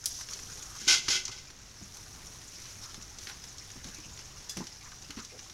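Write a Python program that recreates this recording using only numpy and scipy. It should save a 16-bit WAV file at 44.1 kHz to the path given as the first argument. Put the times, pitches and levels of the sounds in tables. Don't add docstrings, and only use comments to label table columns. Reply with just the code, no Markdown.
import sys
import numpy as np
from scipy import signal
from scipy.fft import rfft, irfft
from scipy.io import wavfile

SR = 44100
rng = np.random.default_rng(int(sys.argv[2]) if len(sys.argv) > 2 else 0)


def bounce(signal):
    frames = np.transpose(np.atleast_2d(signal))
    limited = np.clip(frames, -1, 1)
    pcm = np.round(limited * 32767).astype(np.int16)
    wavfile.write(sys.argv[1], SR, pcm)


N = 243873


def gain_of(db):
    return 10 ** (np.asarray(db) / 20)


def unit_rms(x):
    return x / np.sqrt(np.mean(x ** 2) + 1e-20)


def unit_energy(x):
    return x / (np.linalg.norm(x) + 1e-20)


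def seconds(count):
    return np.arange(count) / SR


def add(mix, start_s, sound):
    part = mix[max(round(start_s * SR), 0):][:len(sound)]
    part += sound[:len(part)]


def coloured(x, spectrum, size=2048):
    point_hz, db = np.transpose(spectrum)
    hz = abs(np.fft.fftfreq(size, 1 / SR))
    log_gain = np.log(gain_of(np.interp(np.log(hz + 1), np.log(point_hz), db)))
    minimum_phase = np.exp(np.conj(signal.hilbert(log_gain)))
    taps = np.fft.ifft(minimum_phase).real[:size // 2]
    return signal.oaconvolve(x, unit_energy(taps))[:len(x)]


def wander(rate_hz, count=1200):
    hz = np.fft.rfftfreq(count, N / SR / count)
    spectrum = rfft(rng.standard_normal(count)) * np.exp(-(hz / rate_hz) ** 2)
    return np.interp(np.arange(N), np.linspace(0, N, count), unit_rms(irfft(spectrum, count)))


def clicks(per_s, spread_db, count):
    chance, size = rng.random((2, count))
    at = np.flatnonzero(chance < per_s / SR)
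    out = np.zeros(count)
    signed = 2 * size[at] - 1
    excess = np.minimum(-np.log(abs(signed) + 1e-9), 4)
    out[at] = np.sign(signed) * gain_of(spread_db * excess)
    return unit_rms(out)


# frequency in Hz, relative level in dB.
AIR = [(15, -4), (30, -1), (45, -1), (70, -1.5), (120, -3), (170, -9.5), (300, -14), (600, -19),
       (1500, -20), (4000, -25.5), (6000, -23.5), (8500, -34), (15500, -40.5)]

def air(level_db=-53, swell_db=1):
    rumble = gain_of(level_db) * coloured(rng.standard_normal(N), AIR)
    return rumble * gain_of(swell_db * wander(rate_hz=2.2))


# time in seconds, wet crackle in dB, fine spray in dB.
FEEDING = [(0, -51.5, -63), (.3, -46.5, -58.5), (.72, -46.5, -57), (.82, -43, -58), (1.03, -49, -74),
           (1.4, -53.5, -67), (1.57, -55, -71.5), (1.95, -51.5, -61), (2.85, -50, -60.5), (3.1, -52, -64.5),
           (3.7, -50.5, -62.5), (4.35, -50, -64.5), (5.53, -51.5, -65)]
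# start and length in seconds, crackle in dB,
# then mouth hollow and spray in dB from that crackle.
LICKS = [(0.059, .04, -41.5, -21, -2), (0.073, .18, -42, -21, -15), (0.29, .07, -46, -6.5, -12),
         (2.498, 0.25, -55.5, -2.5, -20), (2.81, .06, -45, -9, -16), (3.175, .15, -49, -9, -10),
         (3.27, 0.063, -52.5, 4, -10), (3.847, 0.052, -51, 0, -11), (4.562, 0.057, -45, -10, -14),
         (5.165, 0.05, -50, 0.5, -16)]

def feeding_levels(usual_crackle_db=-51, usual_hollow_db=-59, hollow_follows=0.39):
    times, *levels = np.transpose(FEEDING)
    crackle_db, spray_db = (np.interp(seconds(N), times, db) for db in levels)
    hollow_db = usual_hollow_db + hollow_follows * (crackle_db - usual_crackle_db)
    power = gain_of([crackle_db, hollow_db, spray_db]) ** 2
    for start, length, db, hollow, spray in LICKS:
        swell = signal.windows.tukey(round(length * SR), 0.48)
        for part, part_db in zip(power, (db, db + hollow, db + spray)):
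            add(part, start, (gain_of(part_db) * swell) ** 2)
    return np.sqrt(power)


def bubbles(low_hz, high_hz, cycles, count, spread_db=2.5):
    out = np.zeros(N)
    for when, pitch, size in rng.random((count, 3)):
        hz = low_hz * (high_hz / low_hz) ** pitch
        age = np.arange(0, 6, hz / cycles / SR)
        strength = (size + 0.018) ** (-spread_db * np.log(10) / 20)
        add(out, when * N / SR, strength * np.exp(-age) * np.sin(2 * np.pi * cycles * age))
    return unit_rms(out)


# frequency in Hz, relative level in dB.
HOLLOW = [(150, -25), (350, 3.5), (650, -14.5), (1100, 0), (1600, 2.5), (2300, 3.5), (3200, 1.5),
          (4200, 4.5), (6000, 0.5), (9000, -61)]
SNAP = [(1000, -46), (2800, -16.5), (4100, -7), (5100, -4), (5800, 3), (6700, -3.5), (7400, -8.5),
        (8200, -18.5), (11000, -40)]
SPRAY = [(4000, -41), (7000, -8), (8300, -0.5), (9500, -1.5), (11300, -2), (13000, -10), (15500, -18)]

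def lapping(snap_db=-4, hollow_db=-2, spray_db=-1, fizz_db=-6, gurgle_db=-9):
    snap, hollow, spray = feeding_levels()
    clumps = unit_rms(gain_of(wander(rate_hz=46)))
    pops = clumps * clicks(per_s=2800, spread_db=1, count=N)
    droplets = clumps * clicks(per_s=6000, spread_db=3.5, count=N)
    squelch = clumps * clicks(per_s=2600, spread_db=4, count=N)
    fizz = clumps * bubbles(5020, 7110, cycles=12.5, count=1300)
    gurgle = bubbles(707.5, 4140, cycles=8.6, count=600)
    return (snap * (gain_of(snap_db) * coloured(pops, SNAP) + gain_of(fizz_db) * fizz)
            + hollow * (gain_of(hollow_db) * coloured(squelch, HOLLOW) + gain_of(gurgle_db) * gurgle)
            + spray * gain_of(spray_db) * coloured(droplets, SPRAY))


def scattered(place, size, spread_db=2.5):
    times, crackle_db, _ = np.transpose(FEEDING)
    when = (np.arange(len(place)) + place) / len(place) * N / SR
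    return when, np.interp(when, times, crackle_db) + spread_db * (2 * size - 1)


def small_smacks(above_crackle_db=1.5, hollow_db=-3.5, spray_db=-15, count=28):
    place, size, mouth = rng.random((count, 3)).T
    when, db = scattered(place, size)
    hollow = hollow_db + 5 * (2 * mouth - 1)
    return list(zip(when, db + above_crackle_db, hollow, np.full(count, spray_db)))


# start in seconds, snap in dB, then mouth hollow and spray in dB from that snap.
SMACKS = [(.041, -41, -14, -10), (.0574, -24.5, -19, -3), (.2104, -41.5, -1, -12), (.2874, -47.5, 5, -14),
          (.3335, -34, -17, -15), (.3898, -48.5, 4, -14), (1.0824, -31.5, 4, -15), (1.2525, -29, -25, -25),
          (1.28, -36.5, -2.5, -21), (1.502, -50, 2, -14), (1.9692, -43, -15, -10),
          (2.6186, -43.5, -18, -18), (2.9435, -41, -2.5, -15), (3.024, -42, -16, -20),
          (3.1856, -38.5, -11, -15), (3.271, -45.5, 7.5, -15), (3.4396, -43, -7.5, -15),
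          (3.5823, -40, -19, -19), (3.8434, -41, -3, -14), (3.9454, -42, -12, -13), (4.191, -46, 1, -13),
          (4.57, -36.5, -2.5, -7.5), (4.6693, -41.5, -6, -16), (4.9177, -48, -1, -14),
          (5.1055, -44, 3, -8.5), (5.2487, -40.5, -21, -23), (5.3913, -48.5, 3.5, -18)]

def smacks(decay_s=0.0048, trail=0.14, trail_s=.018, spray_db=-1, count=4000):
    pops, t = np.zeros((3, N)), seconds(count)
    fade = np.exp(-t / decay_s) + trail * np.exp(-t / trail_s)
    for start, strength_db, hollow, spray in list(SMACKS) + small_smacks():
        for part, db in zip(pops, (hollow, 0, spray)):
            burst = unit_energy(fade * clicks(per_s=12000, spread_db=2.5, count=count))
            add(part, start, gain_of(strength_db + db) * np.sqrt(decay_s * SR) * burst)
    hollow, snap, spray = pops
    return coloured(hollow, HOLLOW) + coloured(snap, SNAP) + gain_of(spray_db) * coloured(spray, SPRAY)


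def small_slurps(low_hz, high_hz, above_crackle_db, length_s, count):
    place, size, pitch, span = rng.random((count, 4)).T
    when, db = scattered(place, size)
    hz = low_hz * (high_hz / low_hz) ** pitch
    return list(zip(when, db + above_crackle_db, hz, length_s * (.5 + span)))


# start in seconds, relative level in dB, pitch in Hz, length in seconds.
SLURPS = [(.182, -66, 423, 0.51), (0.552, -61.5, 1330, .23), (1.277, -53.5, 1090, .031),
          (2.82, -57, 1250, 0.11), (3.27, -51.5, 1500, .05), (4.028, -55.5, 2700, 0.042),
          (4.594, -52.5, 940, 0.047), (4.825, -59, 1116, 0.071), (4.917, -53.5, 1500, 0.011),
          (5.102, -48.5, 2860, 0.015), (5.186, -51.5, 1400, 0.037), (5.311, -55.5, 416, .076)]

def slurps(level_db=-1, count=28000):
    out = np.zeros(N)
    chewing = small_slurps(957, 4150, above_crackle_db=-10, length_s=.035, count=70)
    squeaks = small_slurps(5140, 6950, above_crackle_db=-.5, length_s=.018, count=46)
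    for start, db, hz, length in list(SLURPS) + chewing + squeaks:
        width_hz = 388 * np.sqrt(hz / 1000)
        b, a = signal.iirpeak(hz, hz / width_hz, fs=SR)
        drag = rng.uniform(-1, 1, count)[:round(length * SR)]
        resonance = signal.lfilter(b, a, signal.lfilter(b, a, drag))
        slurp = unit_rms(resonance * signal.windows.tukey(len(drag), .5))
        add(out, start, gain_of(db + level_db) * slurp)
    return out


def ring(modes, count):
    t = seconds(count)
    return sum(gain_of(db - 60 * t / t60) * np.sin(2 * np.pi * (hz * t + rng.random()))
               for hz, db, t60 in modes)


# start in seconds, contact force in dB, length of the push in seconds.
SHOVES = [(.866, -35, .008), (.876, -18.5, 0.065), (1.082, -26, .02), (1.098, -25, 0.064),
          (1.312, -40, .004), (1.372, -45, .004)]

def shove_force(t, rise_s=0.0032, sag_db_per_s=51, settle_db_per_s=272):
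    slide_start_s, slide_length_s, slide_db = .70, 0.67, -42
    force = gain_of(slide_db) * np.sin(np.pi * np.clip((t - slide_start_s) / slide_length_s, 0, 1))
    for start, db, length in SHOVES:
        age = np.maximum(t - start, 0)
        fall_db = sag_db_per_s * np.minimum(age, length) + settle_db_per_s * np.maximum(age - length, 0)
        force = np.maximum(force, np.minimum(age / rise_s, 1) * gain_of(db - fall_db))
    return force


# frequency in Hz, relative level in dB, seconds to fall 60 dB.
PAN = [(372, -15, .3), (820, -16, .11), (1465, -4, .11), (1508, -1, .12), (1580, -7, .1), (1990, -2, .07),
       (2058, 5, .11), (2110, 1.5, .1), (2328, -11, .3), (2642, -13, .25), (2923, -7, .15), (3230, -2, .11),
       (3289, -2, .22), (3879, -7, .17), (4097, -8, .13), (4410, -6, .16), (4789, -7, .14), (5059, -4, .13),
       (5241, 1, .14), (5274, 1, .13), (5399, -2, .12), (5656, -4, .15), (6036, -4, .14), (6320, -4, .11),
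       (6416, -3, .12), (8937, -17, .11)]
# frequency in Hz, relative level in dB.
PAN_CROWD = [(150, -30), (400, -18), (600, -27), (900, -20.5), (1250, -21), (1500, -11), (1800, -19.5),
             (2300, -10), (3200, -4.5), (3650, -8.5), (5600, -3), (6800, -5), (8000, -21), (11000, -25),
             (15500, -47)]

def pan_rattle(modes_db=-7, crowd_db=-3, contact_db=-6.5, crowd_decay_s=.008):
    t = seconds(2 * SR)
    contacts = clicks(per_s=3000, spread_db=2, count=len(t))
    hail = shove_force(t) * unit_rms(np.tanh(contacts / 5))
    modes = unit_energy(ring(PAN, count=12000))
    dying = unit_energy(np.exp(-seconds(len(modes)) / crowd_decay_s))
    stored_energy = abs(signal.oaconvolve(hail ** 2, dying ** 2)[:len(t)])
    crowd = np.sqrt(stored_energy) * rng.standard_normal(len(t))
    out = np.zeros(N)
    add(out, 0, gain_of(modes_db) * signal.oaconvolve(hail, modes))
    add(out, 0, coloured(gain_of(crowd_db) * crowd + gain_of(contact_db) * hail, PAN_CROWD))
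    return out


# start in seconds, level in dB, pitch of the board in Hz.
BUMPS = [(.812, -49.5, 219), (.868, -43.5, 295), (1.08, -40.5, 359), (1.287, -51, 387), (1.811, -46.5, 200),
         (2.975, -51.5, 196), (3.19, -55, 300), (3.755, -45.5, 258), (3.848, -44, 237), (3.868, -46.5, 190),
         (3.982, -48, 304), (4.056, -51, 168), (4.565, -35, 190.4), (4.600, -37.5, 232), (5.093, -45, 287),
         (5.170, -39, 223)]

def board_bumps(rise_s=0.0032, decay_cycles=4.65, scuff_db=-3):
    swing, pressure, t = np.zeros(N), np.zeros(N), seconds(7000)
    for start, db, hz in BUMPS:
        swell = (1 - np.exp(-(t / rise_s) ** 2)) * np.exp(-t * hz / decay_cycles)
        swell = gain_of(db) * swell / swell.max()
        add(swing, start, swell * np.sin(2 * np.pi * hz * t))
        add(pressure, start, swell)
    scuff_colour = [(45, -11), (85, -1.5), (170, 3.5), (340, -1.5), (600, -15), (1000, -13.5),
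                    (2000, -19.5), (6000, -48)]
    scuff = coloured(rng.standard_normal(N), scuff_colour)
    return swing + gain_of(scuff_db) * pressure * scuff


# mode frequency in Hz, relative level in dB, seconds to fall 60 dB.
RIM = [(1137, -18, .3), (2730, -6, 0.12), (3435, 0, 0.13), (4970, 4.5, 0.095), (5200, -1, .08),
       (5700, 0, .09), (6080, 5, 0.07), (6885, -3, .08), (8100, -13, .1), (10600, -10, .1),
       (13100, -20, .1)]

def rim_tink(start_s=4.494, level_db=-41, scrape_db=3, scrape_s=0.021, rise_s=0.00072, count=15000):
    out, t = np.zeros(N), seconds(count)
    graze_colour = [(2000, -20), (4200, -8), (5500, -4), (7000, -5), (9000, -11), (13000, -18),
                    (16000, -29)]
    graze = coloured(clicks(per_s=8200, spread_db=1, count=count), graze_colour)
    touch = ring(RIM, count) + gain_of(scrape_db) * graze * np.exp(-t / scrape_s)
    add(out, start_s, gain_of(level_db) * touch * (1 - np.exp(-t / rise_s)))
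    return out


def deck_echo(x, echo_db=-11, t60_s=0.4, first_s=.004, count=15000):
    t = seconds(count)
    fade = gain_of(-60 * t / t60_s) * (t > first_s)
    reflections = fade * clicks(per_s=2500, spread_db=4.5, count=count)
    colour = [(100, -5), (1000, -3.5), (6500, -1.5), (9000, -7), (16000, -4.5)]
    tail = unit_energy(coloured(reflections, colour))
    return x + gain_of(echo_db) * signal.oaconvolve(x, tail)[:N]


def scene():
    rattle = pan_rattle()
    feeding = deck_echo(lapping() + smacks() + slurps() + rim_tink())
    return (rattle + feeding + board_bumps() + air())[None]


def record(dry):
    low_pass = signal.firwin(511, cutoff=15900, window=("kaiser", 9), fs=SR)
    return signal.oaconvolve(dry, low_pass[None], "same")


dry = scene()
out = record(dry)
bounce(out)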